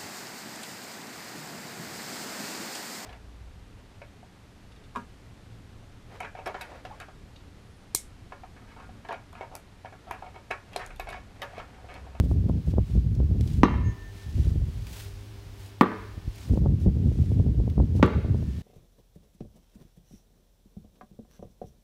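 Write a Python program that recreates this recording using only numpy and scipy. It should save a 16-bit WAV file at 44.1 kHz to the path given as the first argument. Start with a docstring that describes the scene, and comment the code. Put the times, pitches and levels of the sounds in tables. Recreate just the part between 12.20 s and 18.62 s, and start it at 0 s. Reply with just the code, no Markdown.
"""Sword cuts on a tyre at night

Three cuts land on a tyre on a wooden post in a back yard. The rubber thuds and slaps, the steel sings
as the blade turns; fence and house echo, trees scatter. Gusts rumble and pop at the microphone, shoes
and clothes rustle, a far machine drones. Slow gain control ducks under wind and blows."""
import sys
import numpy as np
from scipy import signal
from scipy.fft import rfft, irfft, next_fast_len
from scipy.io import wavfile
from scipy.ndimage import uniform_filter1d

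SR = 44100
rng = np.random.default_rng(int(sys.argv[2]) if len(sys.argv) > 2 else 0)


def transcribe(u):
    """Save the signal u as a 16-bit wav file named by the first command-line argument.

    u: samples, shape (n,) or (channels, n), limited to [-1, 1]; the rate is SR.
    q: integer samples, one column per channel.
    """
    v = np.clip(np.atleast_2d(u).T, -1, 1)
    q = np.round(v * 32767).astype(np.int16)
    wavfile.write(sys.argv[1], SR, q)


N = 283122
T = np.arange(N) / SR

# strongest eddies at the microphone port: t/s, level/dB
STRONG_EDDIES = [(0.038, -18.5), (0.114, -13.5), (0.297, -13), (0.539, -18), (.583, -11.5), (1.003, -15),
                 (1.114, -20.5), (2.181, -21.5), (2.27, -20.5), (2.359, -20), (3.978, -27), (4.078, -25.5),
                 (4.356, -18), (4.375, -13), (4.461, -12), (4.667, -16), (4.77, -20.5), (5.199, -15),
                 (5.265, -18), (5.478, -16.5), (5.58, -13.5), (5.601, -11.5), (5.798, -13), (6.048, -16),
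                 (6.146, -17.5), (6.227, -18)]
# centres of thud, knock, slap, crack, clack: f/Hz
REGISTERS_HZ = [265, 450, 1000, 1850, 4200]


def undb(db):
    """Decibels to gain."""
    return 10 ** (np.asarray(db) / 20)


def unit(x):
    """Scale to rms 1."""
    return x / np.sqrt(np.mean(x ** 2))


def shaped(x, colour):
    """Filter by a spectrum of (f/Hz, level/dB) points."""
    hz, db = np.transpose(colour)
    bins_hz = np.maximum(np.fft.rfftfreq(len(x), 1 / SR), 1)
    return irfft(rfft(x) * undb(np.interp(np.log(bins_hz), np.log(hz), db)), len(x))


def noise(colour, size=N):
    """Coloured noise, rms 1."""
    return unit(shaped(rng.standard_normal(size), colour))


def butter(x, hz, kind, order=2):
    """Causal low-pass or high-pass."""
    return signal.sosfilt(signal.butter(order, min(hz, SR / 2 - 1), kind, fs=SR, output="sos"), x)


def smooth(x, span_s):
    """Triangular moving average."""
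    k = max(int(span_s * SR), 1)
    return uniform_filter1d(uniform_filter1d(x, k), k)


def walk(rate_hz):
    """Smooth random drift, rms 1."""
    k = int(SR / rate_hz)
    steps = np.repeat(rng.standard_normal(N // k + 1), k)[:N]
    return unit(smooth(steps, 1 / rate_hz))


def fade(t, t60_s):
    """Exponential decay, -60 dB at t60_s."""
    return np.exp(-np.log(1000) * t / t60_s)


def ring(modes, t):
    """Damped sines, one row per mode."""
    return np.array([undb(db) * fade(t, t60_s) * np.sin(2 * np.pi * hz * t) for hz, db, t60_s in modes])


def add(track, start_s, sound):
    """Mix sound into track."""
    i = max(int(start_s * SR), 0)
    track[i:i + len(sound)] += sound[:N - i]


def night(air_db=-51.0):
    """Night air and microphone hiss, with the unsteady drone of a far machine."""
    air_colour = [(25, 9), (60, 25), (130, 8), (250, 12.5), (400, 6), (520, 5), (800, 4), (1300, -1),
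                  (3000, -2), (5000, -5), (7500, -11.5), (15500, -17)]  # hiss spectrum: f/Hz, level/dB
    drone_tones = [(100.3, 4.39, -46), (306, 8.17, -64.5), (396.4, 9.36, -60.5)]  # machine hum: f/Hz, width/Hz, level/dB
    out = undb(air_db + .3 * walk(3)) * noise(air_colour)
    for hz, width_hz, db in drone_tones:
        phase = 2 * np.pi * np.cumsum(hz + width_hz / 2 * walk(25)) / SR
        out += np.sqrt(2) * undb(db + 2 * walk(28)) * np.sin(phase)
    return out


def gusts(breeze_db=-45, swing_db=4, breeze_speed=.72, rise_db_per_s=243):
    """Gusts rise from a breeze, sag and die away; returns strength and relative air speed."""
    # gusts: start/s, end/s, level/dB, sag/(dB/s), decay/(dB/s), relative speed
    gust_events = [(0.0, .38, -15, 17, 300, 1.18), (0.499, .61, -17.5, -6, 350, 0.99),
                   (0.73, 1.70, -16, 5, 278.5, 1.06), (2.143, 2.38, -18, 7, 60, .92),
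                   (4.322, 5.874, -16, 1.5, 141, 1.22), (5.983, 6.334, -16, 27, 127, 1.19)]
    strength = undb(breeze_db + swing_db * walk(4.6))
    speed = np.full(N, breeze_speed)
    for start_s, end_s, db, sag, decay, gust_speed in gust_events:
        rise_db = rise_db_per_s * np.minimum(T - start_s, 0)
        fall_db = sag * np.clip(T - start_s, 0, end_s - start_s) + decay * np.maximum(T - end_s, 0)
        gust = undb(db + rise_db - fall_db)
        speed = np.where(gust > strength, gust_speed, speed)
        strength = np.maximum(strength, gust)
    return strength, smooth(speed, 0.017)


def puffs(lift_db=0.5, decay_s=.012):
    """Envelope of brief wind swells around the strongest eddies."""
    return sum(undb(db + lift_db) * np.exp(-np.abs(T - s) / decay_s) for s, db in STRONG_EDDIES)


def wind(gust, speed, flutter_db=-22.5, doubling_db=14.5, pops_per_s=220, spread_db=7.0, surge_db=4.5):
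    """Large eddies rumble, higher in faster air; small ones pop on top, louder in faster air."""
    rumble_colour = [(15, -37.5), (25, -32), (38, 2), (55, 9.5), (95, 5), (140, 0), (200, -8), (280, -17.5),
                     (420, -30), (800, -93)]  # large eddies at speed 1: f/Hz, level/dB
    flutter_colour = [(140, -14), (240, 3.5), (300, -3), (420, -6), (600, -16.5), (900, -29), (1400, -54.5),
                      (2500, -89)]  # small eddies: f/Hz, level/dB
    surges = undb(surge_db * walk(32))
    turbulence = noise(rumble_colour, size=next_fast_len(2 * N))[:2 * N]
    rumble = np.interp(np.cumsum(speed), np.arange(2 * N), turbulence) * surges
    rumble /= np.sqrt(smooth(rumble ** 2, 0.11))
    pops = (rng.random(N) < pops_per_s / SR) * np.sign(rng.standard_normal(N))
    pops *= undb(spread_db * rng.standard_normal(N))
    flutter = shaped(pops, flutter_colour) * surges
    flutter /= np.sqrt(smooth(flutter ** 2, 0.25) + 1e-18)
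    flutter_gain = undb(flutter_db + doubling_db * np.log2(speed))
    return np.hypot(gust, puffs()) * rumble + flutter_gain * gust * flutter


def stray_eddies(gust, rate_per_s=4.6, offset_db=-13, spread_db=3):
    """Weaker eddies at random times, level following the gust: rows of t/s, level/dB."""
    onsets = np.flatnonzero(rng.random(N) < rate_per_s / SR)
    levels_db = 20 * np.log10(gust[onsets]) + offset_db + spread_db * rng.standard_normal(N)[onsets]
    return list(zip(T[onsets], levels_db))


def buffets(gust, eddy_s=0.0036, wake_s=0.012, wake_db=-19, gain_db=2, port_hz=70, top_hz=1250):
    """Pressure builds, flips as an eddy crosses the microphone port, and relaxes in a ragged wake."""
    out = np.zeros(N)
    t = T[:SR // 16] - 1 / 32
    for s, db in list(STRONG_EDDIES) + stray_eddies(gust):
        # stronger eddies cross faster: an octave per 8.5 dB
        edge_hz = np.clip(299 * 2 ** ((db + 20) / 8.5), 160, 1200)
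        flip = -np.tanh(2 * np.pi * edge_hz * t) / np.cosh(2 * t / eddy_s)
        colour = [(edge_hz / 4, -10), (edge_hz / 2, 0), (edge_hz, -5), (2 * edge_hz, -22), (5000, -70)]
        wake = undb(wake_db) * noise(colour, size=len(t)) / np.cosh(2 * t / wake_s)
        add(out, s + t[0], undb(db) * (flip + wake))
    out = butter(out, top_hz, "low", order=3)
    return undb(gain_db) * butter(out, port_hz, "high", order=1)


def footwork(grain_db=1.5, snap_t60_s=0.025):
    """Shoes brush grass and dry leaves, a shirt slides; leaves and gear snap."""
    rustles = [(0.045, -53, 0.016, 13700), (0.108, -54.5, 0.032, 13000), (0.495, -51, 0.034, 7000),
               (0.733, -52.5, 0.095, 6900), (1.314, -47.5, 0.1, 8400), (2, -53, 0.075, 6000),
               (2.218, -48.5, 0.1, 6900), (2.67, -55, 0.48, 8000), (2.782, -48, 0.083, 18000),
               (3.445, -54.5, 0.066, 14000), (4.258, -49.5, 0.14, 8900), (4.626, -52, 0.034, 10000),
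               (5.023, -52, 0.24, 6457), (5.78, -50.5, 0.033, 10030), (6.285, -56, 0.27, 5940)]  # swishes: t/s, level/dB, half-width/s, low-pass/Hz
    rustle_colour = [(500, -2.5), (1200, -4.5), (3500, -1.5), (6500, -4.5), (10000, -6.5), (15500, -7)]  # swish spectrum: f/Hz, level/dB
    snaps = [(.29, -46.5, 1730), (0.951, -47, 4790), (1.209, -35, 3480), (1.275, -39.5, 3770),
             (2.668, -41, 2230), (4.158, -51, 11120), (5.499, -45, 3090), (5.764, -45, 5023),
             (5.861, -44, 8820)]  # dry snaps: t/s, level/dB, f/Hz
    brush = unit(noise(rustle_colour) * undb(grain_db * walk(230)))
    out = np.zeros(N)
    for s, db, width_s, top_hz in rustles:
        swell = undb(db) * np.exp(-((T - s) / width_s) ** 2)
        out += swell * butter(brush, top_hz, "low", order=1)
    t = T[:SR // 10]
    for s, db, hz in snaps:
        burst = noise([(hz / 4, -20), (hz, 0), (hz * 3, -16)], size=len(t))
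        add(out, s, undb(db) * fade(t, snap_t60_s) * burst)
    return out


def yard(direct, scattered, tail_db=-13, tail_t60_s=0.62, build_s=0.087, echo_top_hz=2600):
    """Direct sound, its hard echoes, and a thin tail scattered by trees and bushes."""
    echoes = [(.0058, -18.5), (0.0215, -15.5), (0.0231, -23.5), (.05, -20), (.076, -25.5), (0.107, -24)]  # ground, shield, fence, house: delay/s, level/dB
    tree_colour = [(100, -19), (300, 5), (700, -7), (1300, -7.5), (2200, -1.5), (3500, -4), (6000, -5),
                   (12000, -9.5)]  # scatter spectrum: f/Hz, level/dB
    t = T[:SR]
    walls = np.zeros(SR)
    for delay_s, db in echoes:
        add(walls, delay_s, undb([db]))
    walls = butter(walls, echo_top_hz, "low")
    trees = noise(tree_colour, size=SR) * fade(t, tail_t60_s) * (1 - np.exp(-t / build_s))
    trees *= undb(tail_db) / np.sqrt(np.sum(trees ** 2))
    return direct + (signal.fftconvolve(direct, walls) + signal.fftconvolve(scattered, trees))[:N]


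def register_gain(hz, balance_db):
    """Gain at hz, interpolated between a blow's register levels."""
    return undb(np.interp(np.log(hz), np.log(REGISTERS_HZ), balance_db))


def tyre_thud(t, balance_db, give_hz=3400, cancel_hz=175):
    """Tyre and post ring; yielding rubber rounds the pulse, deep bass cancels around the open tyre."""
    tyre_modes = [(192.5, -23.5, 0.51), (242.6, -14.5, 0.098), (271, -6, 0.059), (306.6, -18, 0.15),
                  (367, -18, 0.16), (407, -22, 0.18), (463, -25, 0.17), (531, -26.5, 0.15),
                  (582, -23.5, 0.076), (814, -12, 0.012), (942, -6.5, 0.013), (1151, -15.5, 0.084),
                  (1185, -34, 0.036), (1540, -24.5, 0.041), (1846, -19, 0.018), (1910, -21, 0.014),
                  (2225, -29, 0.02), (2280, -25, 0.011), (2800, -43, 0.02), (3420, -39, 0.13)]  # tyre and post: f/Hz, level/dB, t60/s
    modes = np.array(tyre_modes)
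    thud = register_gain(modes[:, 0], balance_db) @ ring(modes, t)
    return -butter(butter(thud, give_hz, "low"), cancel_hz, "high", order=4)


def tread_slap(t, balance_db, slap_db=-14, slap_t60_s=0.033, shudder_db=-26, shudder_t60_s=0.27):
    """A sharp slap, then the tread shudders against the edge."""
    slap_colour = [(140, -33), (270, 1.5), (420, -2.5), (640, -6), (1150, 5), (2000, -9.5), (3200, -16.5),
                   (4200, -19), (5200, -31), (8000, -39), (15000, -61)]  # steel on rubber: f/Hz, level/dB
    grain = shaped(noise(slap_colour, size=len(t)), list(zip(REGISTERS_HZ, balance_db)))
    return grain * (undb(slap_db) * fade(t, slap_t60_s) + undb(shudder_db) * fade(t, shudder_t60_s))


def facing_db(t, clear_s, edge_db=-20, flat_db=7, draw_s=.08, turns=3.66, roll_s=.77, dip_db=30):
    """Quiet edge-on, the blade swells when drawn clear, then rolls ever slower, dipping at each edge."""
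    drawn = np.clip((t - clear_s) / draw_s + 1, 0, 1)
    angle = 2 * np.pi * turns * (1 - np.exp(-t / roll_s))
    edge_on = (1 - np.abs(np.cos(angle))) ** 2
    return edge_db + drawn * (flat_db - edge_db - dip_db * edge_on)


def blade_ring(t, balance_db, contact_hz, clear_s, favour_db=10, width_oct=.16):
    """Steel modes ring; those moving most at the point of contact are struck hardest."""
    blade_modes = [(1787, -36.5, 2.02, 0.35), (2150, -30.5, 0.59, 0.23), (2760, -32.5, 0.29, 0),
                   (3090, -42, 0.63, 0.2), (3250, -38, 0.36, 0.26), (3760, -39, 0.21, 0.33),
                   (4000, -46, 0.18, 0), (4485, -51, 0.45, 0), (4995, -45, 0.32, 0.2),
                   (5530, -32.5, 0.07, 0), (6160, -31, 0.07, 0), (6470, -38, 0.73, 1), (7130, -50, 0.76, 1)]  # steel blade: f/Hz, level/dB, t60/s, share of facing_db (0-1)
    modes = np.array(blade_modes)
    hz, facing_share = modes[:, 0], modes[:, 3]
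    favoured = np.exp(-(np.log2(hz / contact_hz) / width_oct) ** 2)
    gains = undb(favour_db * favoured) * register_gain(hz, balance_db)
    swell = undb(np.outer(facing_share, facing_db(t, clear_s)))
    return gains @ (swell * ring(modes[:, :3], t))


def sword(click_t60_s=0.059, click_cut_hz=9100):
    """Each cut excites tyre and blade; how squarely it lands sets the register balance."""
    # cuts: t/s, thud/dB, knock/dB, slap/dB, crack/dB, clack/dB, tread scuff/dB, blade ring/dB,
    # favoured f/Hz, overload click/dB, time until drawn clear/s
    cuts = [(1.4334, 2.5, -3, -1, -4.5, -4.5, 1, -2, 3840, -56, 0.235),
            (3.6106, -2, 1.5, 1, 3.5, -4.5, -1.5, -24, 3100, -38, .3),
            (5.8282, 1, 6, -2.5, 1.5, 1.5, -1, -16, 4520, -52, 0.45)]
    rubber, smack, steel = np.zeros((3, N))
    t = T[:SR]
    for s, *balance_db, scuff_db, ring_db, contact_hz, click_db, clear_s in cuts:
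        add(rubber, s, tyre_thud(t, balance_db))
        add(smack, s, undb(scuff_db) * tread_slap(t, balance_db))
        # brief high noise burst, standing for a loud blow overloading the recorder
        overload_click = fade(t, click_t60_s) * butter(rng.standard_normal(SR), click_cut_hz, "high")
        add(rubber, s, undb(click_db) * overload_click)
        add(steel, s, undb(ring_db) * blade_ring(t, balance_db, contact_hz, clear_s))
    return rubber, smack, steel


def scene(blow_db=3, rubber_scatter_db=-21, steel_scatter_db=-6):
    """Blows in the yard over footwork, night air and wind; mono."""
    rubber, smack, steel = sword()
    scattered = smack + undb(steel_scatter_db) * steel + undb(rubber_scatter_db) * rubber
    blows = yard(rubber + smack, scattered) + steel
    gust, speed = gusts()
    return (undb(blow_db) * blows + footwork() + night() + wind(gust, speed) + buffets(gust))[None]


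def record(dry, threshold_db=-41, slope=0.2, follow_s=0.15, ceiling=1.3, low_cut_hz=37, top_hz=15750):
    """Microphone low cut, slow gain control, soft clipping, steep top cut."""
    x = butter(dry[0], low_cut_hz, "high", order=4)
    level_db = 10 * np.log10(np.maximum(smooth(x ** 2, 0.0023), 1e-12))
    over_db = smooth(np.maximum(level_db - threshold_db, 0), follow_s)
    x = ceiling * np.tanh(x * undb(-slope * over_db) / ceiling)
    return signal.sosfilt(signal.ellip(10, .2, 80, top_hz, fs=SR, output="sos"), x)[None]


dry = scene()
out = record(dry)
transcribe(out)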